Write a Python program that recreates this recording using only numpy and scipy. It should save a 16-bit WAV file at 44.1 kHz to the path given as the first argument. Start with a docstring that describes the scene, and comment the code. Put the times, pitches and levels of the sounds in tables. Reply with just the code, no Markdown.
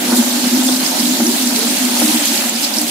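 """A small hard room, close to a camera's microphone: water and small fish pour from a plastic bucket through
a colander into a second bucket. Noise rung by resonances makes the lower bucket drum under the stream, and
wavering tones swell as it booms under each heavy slug. Coloured noise and damped, gliding bubble tones make
the gurgle, slosh, splash and spray; single bubbles and small knots of them spit, noise bursts are fish
slapping the mesh, fluttering tones glug, and a faint low rumble lies underneath."""
import sys
import numpy as np
from scipy import signal
from scipy.fft import rfft, irfft, next_fast_len
from scipy.io import wavfile
from scipy.ndimage import uniform_filter1d, map_coordinates

SR = 44100
rng = np.random.default_rng(int(sys.argv[2]) if len(sys.argv) > 2 else 0)


def dump(signal):
    """Clip the signal to [-1, 1] and save it as 16-bit WAV at the path in sys.argv[1]."""
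    limited = np.clip(np.atleast_2d(signal).T, -1, 1)
    pcm = np.round(limited * 32767).astype(np.int16)
    wavfile.write(sys.argv[1], SR, pcm)


N = 127890


def amp(db):
    """Decibels to amplitude."""
    return 10 ** (np.asarray(db) / 20)


def unit(x):
    """Scale to an rms of one."""
    return x / np.sqrt(np.mean(x ** 2) + 1e-20)


def along(points, hz):
    """Read a curve of (f/Hz, value) points on a log frequency axis."""
    f, value = np.transpose(points)
    return np.interp(np.log(hz + 1), np.log(f + 1), value)


def curves(rows):
    """One value per sample for each column after the time."""
    s, *columns = np.transpose(rows)
    return [np.interp(np.arange(N) / SR, s, column) for column in columns]


def wobble(rate):
    """A smooth random curve, rate knots a second, at most 60."""
    knots = rng.standard_normal(int(N * 60 / SR) + 4)
    return map_coordinates(knots, [np.arange(N) * min(rate, 60) / SR])


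def filtered(x, response):
    """Multiply the spectrum of x by a complex response of frequency."""
    m = next_fast_len(N + SR // 2)
    return irfft(rfft(x, m) * response(np.fft.rfftfreq(m, 1 / SR)), m)[..., :N]


def coloured(x, spectrum):
    """Weight x by (f/Hz, relative level/dB) points."""
    return filtered(x, lambda hz: amp(along(spectrum, hz)))


def modes(table):
    """Causal response of damped resonances, neighbours of opposite sign."""
    def response(f):
        total = 0
        for k, (centre, width, db) in enumerate(table):
            total = total + (-1) ** k * amp(db) * 1j * f * width / (centre ** 2 - f ** 2 + 1j * f * width)
        return total
    return response


# How alike the two channels are: f/Hz, left-right correlation
CHANNEL_LIKENESS = [(30, .88), (100, 0.66), (200, 1), (400, 0.59), (700, 0.41), (1500, 0.22),
                    (4000, 0.0056)]


def pair(x):
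    """Mix two unrelated signals to left and right, with a likeness that depends on frequency."""
    def mid_and_side(hz):
        turn = np.arccos(np.clip(along(CHANNEL_LIKENESS, hz), -1, 1)) / 2
        return np.array([np.cos(turn), np.sin(turn)])
    mid, side = filtered(x, mid_and_side)
    return np.array([mid + side, mid - side])


def rush(patchy_db):
    """Two turbulent noises with small and large patches of random gain in time and frequency."""
    z = signal.stft(rng.standard_normal((2, N)), nperseg=256)[2]

    def patches(high, long):
        grid = uniform_filter1d(rng.standard_normal(z.shape[1:]), high, 0)
        return unit(uniform_filter1d(grid, long, 1))

    gain = amp(patchy_db * (patches(5, 4) + patches(10, 20)))
    return unit(signal.istft(z * gain, nperseg=256)[1][:, :N])


def bubbles(s, hz, life_s, size, rise, length=400):
    """Bubbles ring as damped sines that glide upward, summed at their times."""
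    t = np.arange(length) / SR
    u = t / life_s[:, None]
    envelope = size[:, None] * np.exp(-u) * (1 - np.exp(-8 * u))
    wave = envelope * np.sin(2 * np.pi * hz[:, None] * t * (1 + rise * u))
    at = (np.clip(s, 0, N / SR) * SR).astype(int)[:, None] + np.arange(length)
    return np.bincount(at.ravel(), wave.ravel(), N + length + 1)[:N]


def fizz(count, mid_hz, spread, cycles, size_db, size=300):
    """Random bubbles in clumps, a separate crowd on each side; size is the samples kept of each."""
    out, density = [], np.cumsum(amp(4.5 * wobble(40) + 2.5 * wobble(10)))
    for r in rng.random((2, 4, count)):
        s = np.interp(r[0] * density[-1], density, np.arange(N) / SR)
        hz = np.clip(mid_hz * np.exp(spread * 2 * (r[1] + r[2] - 1)), 200, SR / 3)
        loudness = amp(-size_db * np.log(r[3] + 0.0061))  # few loud, many faint
        out.append(bubbles(s, hz, cycles / hz, loudness, rise=0.053, length=size))
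    return unit(np.array(out))


def layer(db, spectrum, grains, share, patchy_db):
    """Noise and bubbles under one colour and one level; share is the bubbles' part of the power."""
    share = np.clip(share, 0, 1)
    noise, grains = coloured(np.array([rush(patchy_db), grains]), spectrum)
    return amp(db) * (np.sqrt(1 - share) * unit(noise) + np.sqrt(share) * unit(grains))


# Steady drumming of the bucket, before offsets: t/s, level/dB
DRUM_LEVEL = [(0, -16.5), (.15, -25), (.4, -23), (.6, -24), (.9, -23), (1.25, -22), (1.6, -24),
              (2.05, -24.5), (2.3, -27), (2.6, -27), (2.8, -27), (2.9, -25.5)]
# Air and floor of the bucket: f/Hz, width/Hz, relative level/dB
BUCKET_MODES = [(177, 7.9, -8), (208, 15, -4.5), (224.8, 15.3, -2), (262.4, 11.4, -0.5), (297.6, 7.5, -1),
                (345, 19, -8), (388, 22, -13), (437.5, 17, -15)]


def drumming():
    """The stream drums steadily: noise rings the air and floor of the bucket."""
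    level_db, = curves(DRUM_LEVEL)
    return amp(level_db - 1.5) * unit(filtered(rng.standard_normal((2, N)), modes(BUCKET_MODES)))


# Walls of the bucket: f/Hz, width/Hz, relative level/dB
WALL_MODES = [(510.4, 32, 2), (572.3, 24, 8), (622.4, 8.2, 9), (660, 13, 3), (721, 31, 7), (779, 54, 4.5),
              (817, 59, 6), (940, 65, 3), (1074, 54, -3), (1330, 45, -9)]
# Colour of the gurgle: f/Hz, relative level/dB
GURGLE_COLOUR = [(240, -54), (400, -15), (480, -3.5), (580, -2.5), (850, -1), (1200, -5), (1600, -4),
                 (2600, -33)]


def gurgle(level_db, surge):
    """Water gurgles in the bucket's walls: ringing noise and low bubbles."""
    low_bubbles = fizz(count=600, mid_hz=821, spread=0.3, cycles=5.3, size_db=4.0, size=600)
    ringing = unit(filtered(rush(patchy_db=-0.13), modes(WALL_MODES))) + 0.43 * low_bubbles
    db = level_db - 1.3 + 0.56 * surge + 0.53 * wobble(4.54)
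    return layer(db, GURGLE_COLOUR, ringing, share=0.64, patchy_db=2.1)


# Colour of the slosh: f/Hz, relative level/dB
SLOSH_COLOUR = [(800, -42), (1200, -7), (1700, -2.5), (2400, -0.5), (3200, 2), (3800, -3), (5000, -49)]


def slosh(level_db, surge):
    """Mid-pitched rushing noise, with about a tenth of its power in short-lived bubbles."""
    grains = fizz(count=2500, mid_hz=2070, spread=0.48, cycles=1.5, size_db=3.5, size=250)
    return layer(level_db + 0.35 * surge, SLOSH_COLOUR, grains, share=0.095, patchy_db=1.33)


# Colour of the splash: f/Hz, relative level/dB
SPLASH_COLOUR = [(2500, -84), (3300, -4), (4100, 3), (5500, 1.5), (6500, -1.5), (7500, -9), (10000, -28)]


def splash(level_db, surge):
    """Bright patchy noise with small ringing bubbles."""
    grains = fizz(count=2500, mid_hz=5424, spread=0.405, cycles=8.65, size_db=2.5)
    return layer(level_db + 0.17 * surge, SPLASH_COLOUR, grains, share=0.27, patchy_db=1.3)


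# Colour of the spray: f/Hz, relative level/dB
SPRAY_COLOUR = [(4500, -54), (6000, -6), (7200, -1), (11000, -3.5), (14000, -5.5), (15400, -9.5),
                (16200, -13)]


def spray(level_db, surge):
    """The mesh breaks the stream into a fizz: treble noise and the tiniest bubbles."""
    grains = fizz(count=3500, mid_hz=9240, spread=0.45, cycles=6.7, size_db=4.0, size=160)
    return layer(level_db + 0.76 + 0.17 * surge, SPRAY_COLOUR, grains, share=0.16, patchy_db=1.46)


# Course of the pour, before offsets: t/s, gurgle level/dB, slosh level/dB, splash level/dB, spray level/dB
POUR_LEVELS = [(0.0, -24.5, -28, -29.5, -26), (0.06, -30, -28.5, -26.5, -24),
               (0.14, -22, -28.5, -25, -25.5), (0.17, -30, -28, -23, -17), (0.21, -27.5, -29, -25, -24),
               (0.52, -30.5, -29.5, -25.5, -24.5), (0.77, -29.5, -28.5, -24, -23),
               (0.78, -30.5, -31, -27, -26.5), (0.84, -30.5, -26, -24, -22.5),
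               (0.94, -25.5, -31, -26.5, -23.5), (0.99, -29, -28.5, -23.5, -22.5),
               (1.15, -29.5, -27.5, -25, -23.5), (1.2, -29.5, -30.5, -26, -23.5),
               (1.47, -31.5, -29.5, -24.5, -23), (1.54, -26, -29, -26.5, -23.5),
               (1.57, -33, -25, -20, -20.5), (1.58, -29, -27.5, -25, -23.5), (1.93, -29, -28, -24.5, -23.5),
               (2.01, -27.5, -26, -23, -20), (2.24, -30, -25.5, -24.5, -23), (2.26, -30, -25, -24, -20.5),
               (2.3, -28, -27, -23, -22), (2.41, -30, -24.5, -24, -23), (2.53, -31.5, -30.5, -26.5, -27),
               (2.61, -32, -29.5, -29, -25.5), (2.64, -33.5, -27, -20.5, -21.5),
               (2.71, -28.5, -30, -29.5, -29.5), (2.77, -28, -29.5, -24.5, -23), (2.85, -31, -30, -29, -25),
               (2.9, -34.5, -30, -24, -25)]


def stream():
    """The steady pour: drumming under four wet layers that share one random surge."""
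    gurgle_db, slosh_db, splash_db, spray_db = curves(POUR_LEVELS)
    surge = wobble(8.32)
    wet = gurgle(gurgle_db, surge) + slosh(slosh_db, surge)
    wet = wet + splash(splash_db, surge) + spray(spray_db, surge)
    return pair(drumming() + amp(2.7) * wet)


def swell(s, db, rise, fall):
    """A bell-shaped gain, 6 dB down one rise before and one fall after its peak."""
    t = np.arange(N) / SR - s
    rise, fall = np.clip([rise, fall], .007, .03)  # seconds
    return amp(db - 6 * (t / np.where(t < 0, rise, fall)) ** 2)


# Surges that make the bucket boom: peak t/s, level/dB, f/Hz, rise over the last 6 dB/s, fall by 6 dB/s
# (rise and fall are times in seconds, which swell() limits)
BOOM_SURGES = [(0.091, -16.2, 246, 0.022, 0.023), (0.123, -16.6, 337, 0.006, 0.018),
               (0.135, -6.2, 241, 0.012, 0.014), (0.163, -11.7, 254, 0.011, 0.011),
               (0.181, -16.9, 320, 0.007, 0.005), (0.19, -23, 372, 0.012, 0.015),
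               (0.203, -4.3, 239, 0.017, 0.014), (0.274, -11.1, 244, 0.016, 0.014),
               (0.317, -14.3, 249, 0.013, 0.014), (0.355, -13.1, 242, 0.013, 0.033),
               (0.433, -13.6, 254, 0.013, 0.02), (0.471, -9.6, 242, 0.011, 0.01),
               (0.538, -19, 345, 0.01, 0.012), (0.548, -7.4, 248, 0.024, 0.014),
               (0.574, -13.0, 262, 0.009, 0.009), (0.589, -14.6, 303, 0.011, 0.005),
               (0.592, -23, 378, 0.01, 0.012), (0.604, -10.0, 254, 0.014, 0.027),
               (0.646, -14.1, 260, 0.012, 0.01), (0.67, -8.1, 253, 0.011, 0.014),
               (0.694, -18.5, 312, 0.005, 0.006), (0.736, -10.0, 255, 0.029, 0.02),
               (0.801, -14.1, 258, 0.031, 0.03), (1.006, -16.7, 239, 0.009, 0.009),
               (1.033, -19.0, 292, 0.008, 0.021), (1.037, -16.8, 245, 0.01, 0.02),
               (1.069, -16.0, 249, 0.041, 0.032), (1.095, -18.9, 301, 0.007, 0.008),
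               (1.11, -14.8, 247, 0.053, 0.036), (1.138, -16.8, 256, 0.018, 0.011),
               (1.209, -10.8, 319, 0.007, 0.006), (1.212, -17, 365, 0.007, 0.015),
               (1.227, -7.6, 235, 0.019, 0.01), (1.251, -14.3, 300, 0.005, 0.006),
               (1.27, -20, 350, 0.012, 0.012), (1.283, -10.8, 243, 0.012, 0.027),
               (1.29, -14.5, 319, 0.008, 0.009), (1.305, -20, 380, 0.014, 0.018),
               (1.332, -17.7, 295, 0.006, 0.021), (1.355, -16.3, 238, 0.008, 0.011),
               (1.406, -16.9, 252, 0.017, 0.019), (1.443, -17.2, 301, 0.008, 0.008),
               (1.47, -10.9, 246, 0.025, 0.013), (1.526, -14.1, 253, 0.013, 0.01),
               (1.553, -17.3, 244, 0.011, 0.025), (1.659, -15.6, 244, 0.016, 0.029),
               (1.712, -15.9, 244, 0.01, 0.032), (1.834, -14.5, 256, 0.022, 0.021),
               (1.867, -13.5, 247, 0.045, 0.026), (1.914, -15.5, 248, 0.012, 0.01),
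               (1.946, -14.6, 248, 0.016, 0.02), (2.02, -14.0, 235, 0.04, 0.013),
               (2.032, -12.7, 302, 0.01, 0.041), (2.047, -9.7, 235, 0.011, 0.011),
               (2.099, -17.0, 234, 0.011, 0.008), (2.106, -13.9, 301, 0.033, 0.007),
               (2.155, -16.2, 303, 0.008, 0.024), (2.16, -12.2, 239, 0.018, 0.014),
               (2.231, -19.1, 294, 0.029, 0.01), (2.308, -19, 232, 0.01, 0.012),
               (2.312, -21, 298, 0.012, 0.012), (2.34, -27, 362, 0.015, 0.02),
               (2.39, -21, 236, 0.014, 0.014), (2.469, -17.8, 235, 0.012, 0.018),
               (2.556, -15.8, 234, 0.01, 0.012), (2.64, -21, 285, 0.015, 0.015),
               (2.772, -19, 246, 0.01, 0.01), (2.786, -18.6, 313, 0.008, 0.008),
               (2.822, -18.5, 300, 0.018, 0.025), (2.83, -21, 240, 0.015, 0.02)]
# Pitch borders between the three booming modes: f/Hz
BOOM_BORDERS = [275, 330]
SUSTAIN_DB = (-3.5, -16, -19)  # ringing of each mode between surges, over the drumming curve
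WANDER_RAD = 0.52  # slow random drift of phase


def boom():
    """Three modes of the bucket keep ringing; each surge feeds one of them and bends its pitch."""
    out, (drum_db,) = 0, curves(DRUM_LEVEL)
    for mode, sustain_db in enumerate(SUSTAIN_DB):
        rows = [row for row in BOOM_SURGES if np.searchsorted(BOOM_BORDERS, row[2]) == mode]
        hz, = curves([(s, pitch) for s, db, pitch, rise, fall in rows])
        power = amp(drum_db + sustain_db) ** 2
        for s, db, pitch, rise, fall in rows:
            power = power + swell(s, db, rise, fall) ** 2
        cycles = np.cumsum(hz) / SR + rng.random()
        out = out + np.sqrt(power) * np.sin(2 * np.pi * cycles + WANDER_RAD * wobble(25.08))
    return out


# Colour of the low rumble: f/Hz, relative level/dB
RUMBLE_COLOUR = [(15, -8), (25, 1), (60, 0.5), (110, 7), (150, 15.5), (170, -13), (250, -60)]
RUMBLE_DB, FADE_DB_PER_S = -53.5, 2.5  # level at the start before its swings, steady fade
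FOLLOW_SHARE = 0.62  # share of the scene's level swings, in dB, that the rumble follows


def rumble(heard):
    """A faint uneven low noise that eases off and swings with the loudness of everything else."""
    power = np.abs(uniform_filter1d(np.mean(heard, axis=0) ** 2, size=900))
    level = amp(RUMBLE_DB - FADE_DB_PER_S * np.arange(N) / SR + 1.9 * wobble(10.6))
    level = level * (power / power.mean()) ** (FOLLOW_SHARE / 2)
    return level * unit(pair(coloured(rng.standard_normal((2, N)), RUMBLE_COLOUR)))


# Spits at the mesh: t/s, relative level/dB, f/Hz, length/s, left over right level/dB before the final lean
SPIT_EVENTS = [(0.11, -8, 4350, 0.0025, -5.0), (0.1775, -14, 4020, 0.003, -2.5),
               (0.615, -8, 3400, 0.0025, -1), (0.677, -10.5, 3500, 0.013, -1),
               (0.817, -11, 3100, 0.0022, -4.0), (0.828, -8, 4200, 0.0027, -7),
               (0.862, -5, 5100, 0.0018, -16), (0.9787, -10, 6280, 0.0025, -3.5),
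               (1, -2, 4840, 0.00252, -4.0), (1.053, -9.5, 3630, 0.0075, -8),
               (1.257, -11, 4050, 0.0018, -8), (1.381, -5, 3860, 0.0025, -2),
               (1.472, -2, 6050, 0.0017, -3.5), (1.5604, -8, 5420, 0.0025, -6),
               (1.5614, -3, 4100, 0.0022, -3.5), (1.77, -1, 5800, 0.0025, -2),
               (1.8517, -5, 4490, 0.0025, -1), (2.0278, -3, 5640, 0.0025, -5),
               (2.108, -11, 2900, 0.0019, -3.5), (2.376, -6, 4080, 0.0025, -7),
               (2.62, -18, 4860, 0.0025, -3.5), (2.642, -6.5, 4870, 0.016, 3),
               (2.737, -6, 4740, 0.0031, -10), (2.7666, -5, 5240, 0.0025, -5),
               (2.784, 3.5, 5320, 0.00184, -1), (2.746, -11, 4200, 0.0015, -3), (1.07, -9, 4200, 0.003, -3),
               (1.144, -11, 3460, 0.0066, -3), (1.266, -2.5, 5360, 0.003, -2), (2.666, -13, 5160, 0.016, 4),
               (2.633, -19, 3280, 0.015, 5), (2.642, -10, 7200, 0.0099, 1), (0.172, -10.5, 7370, 0.01, -15),
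               (0.0473, -14, 7700, 0.0015, -2.5), (0.1521, -10, 12100, 0.0015, -3),
               (0.168, -8, 9000, 0.015, -1.0), (1.2575, -9, 6870, 0.0016, 2),
               (1.5903, 4, 9650, 0.0015, -1.0), (1.7923, -15, 9100, 0.0015, 1),
               (1.8507, 1, 7900, 0.0013, -10), (1.9999, 8, 10700, 0.0016, 3),
               (2.0817, -18, 7600, 0.0015, -0.5), (2.255, 2, 7500, 0.0028, -10),
               (2.3545, -2, 11800, 0.0015, -0.5), (2.4608, -5, 7300, 0.0015, -13),
               (2.4957, 5, 7200, 0.0016, -1.5), (2.6155, -11, 7760, 0.0015, -1.0),
               (2.7661, -13, 8690, 0.0015, 0.0), (2.816, 2, 9200, 0.0025, -10)]
SPIT_DB, SPIT_CYCLES = -3.5, 6.5  # offset to every spit; cycles in which a bubble decays to 1/e
SPIT_LOG_SPREAD = 0.112  # full width of the random spread of log pitch
SPIT_PER_S = 500  # bubbles a second within a spit, at least one


def spits():
    """Sharp spits: most a single damped bubble tone, the longer ones several bubbles near one pitch."""
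    rows = np.array(SPIT_EVENTS)
    many = np.maximum(np.round(rows[:, 3] * SPIT_PER_S), 1).astype(int)
    s, db, hz, length, pan = np.repeat(rows, many, axis=0).T
    r = rng.random((len(s), 2))
    when = s + length * r[:, 0]
    pitch = hz * np.exp(SPIT_LOG_SPREAD * (r[:, 1] - .5))
    sides = []
    for side in (1, -1):  # left, right
        size = amp(db + SPIT_DB + side * pan / 2)
        sides.append(bubbles(when, pitch, SPIT_CYCLES / pitch, size, rise=0.019))
    return np.array(sides)


# Fish hitting the mesh: t/s, level/dB before the decay, decay to 1/e/s (a time in seconds)
FISH_SLAPS = [(0.119, -16, 0.018), (0.439, -21, 0.025), (0.687, -17.5, 0.011), (1.2, -15, 0.0087),
              (1.44, -19, 0.0056), (2.016, -16, 0.017), (2.146, -22.5, .008), (2.384, -39, 0.023)]
# Colour of a slap: f/Hz, relative level/dB
SLAP_COLOUR = [(120, -30), (200, 14), (300, -7), (550, 12), (950, 4.5), (1400, 1), (2500, -6), (5000, -32)]


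def slaps():
    """Fish slap the mesh: bursts of coloured noise with a fast attack and exponential decay."""
    gain, t = np.zeros(N + SR), np.arange(SR // 5) / SR
    for s, db, decay in FISH_SLAPS:
        gain[round(s * SR):][:len(t)] += amp(db) * np.exp(-t / decay) * (1 - np.exp(-t / 0.0013))
    return gain[:N] * unit(coloured(rng.standard_normal(N), SLAP_COLOUR))


# Big bubbles: peak t/s, level/dB, f/Hz at the peak, rise and fall by 6 dB/s (a time, which swell() limits)
BIG_BUBBLES = [(.926, -26, 887, .008), (1.59, -23.5, 432, .016), (1.633, -22.5, 442, .014),
               (1.969, -27, 905, .008), (2.478, -28, 737, .008)]
GLUG_RISE_PER_S, FLUTTER_RAD = 2.5, .6  # upward glide as a share of pitch; random phase flutter


def glugs():
    """Big bubbles glug: short fluttering tones that glide upward."""
    t, flutter, out = np.arange(N) / SR, FLUTTER_RAD * wobble(60), 0
    for s, db, hz, rise in BIG_BUBBLES:
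        cycles = hz * (t - s) * (1 + GLUG_RISE_PER_S * (t - s) / 2)
        out = out + swell(s, db, rise, rise) * np.sin(2 * np.pi * cycles + flutter)
    return out


ROOM_DB, ROOM_T60 = -12.5, 0.1  # tail level, seconds to fall by 60 dB


def room(x):
    """Hard walls answer with a short diffuse tail, different on each side."""
    t = np.arange(SR // 4) / SR
    tail = rng.standard_normal((2, len(t))) * amp(-60 * t / ROOM_T60)
    return signal.fftconvolve(x, tail / np.linalg.norm(tail[0]), axes=1)[:, :N]


# Balance of the two channels: f/Hz, left over right level/dB
STEREO_LEAN = [(60, -2), (110, -15), (200, -1), (380, -2.0), (700, -1.0), (1290, -1.5), (2380, -2),
               (4400, -4), (8120, -1.5), (15000, 2)]
LAG_S = .00006  # left behind right


def scene():
    """Pour, slugs, fish and spits near the microphone; the room answers all but the steady pour."""
    near = spits() + boom() + glugs() + slaps()
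    dry = stream() + near + amp(ROOM_DB) * room(near)
    side = np.array([[.5], [-.5]])

    def lean_and_lag(hz):
        return amp(side * along(STEREO_LEAN, hz)) * np.exp(-2j * np.pi * hz * side * LAG_S)

    return filtered(dry, lean_and_lag)


LOW_CUT_HZ, TOP_HZ = 181, 15650


def record(dry):
    """The camera cuts the bass, rounds off the highest peaks and keeps nothing above its band limit."""
    thin = filtered(dry, lambda hz: 1 / np.sqrt(1 + (LOW_CUT_HZ / (hz + 1)) ** 9))
    thin = thin + rumble(thin)  # added after the bass cut
    soft = thin / (1 + np.abs(thin / .97) ** 8) ** (1 / 8)
    return filtered(soft, lambda hz: hz < TOP_HZ)


dry = scene()
out = record(dry)
dump(out)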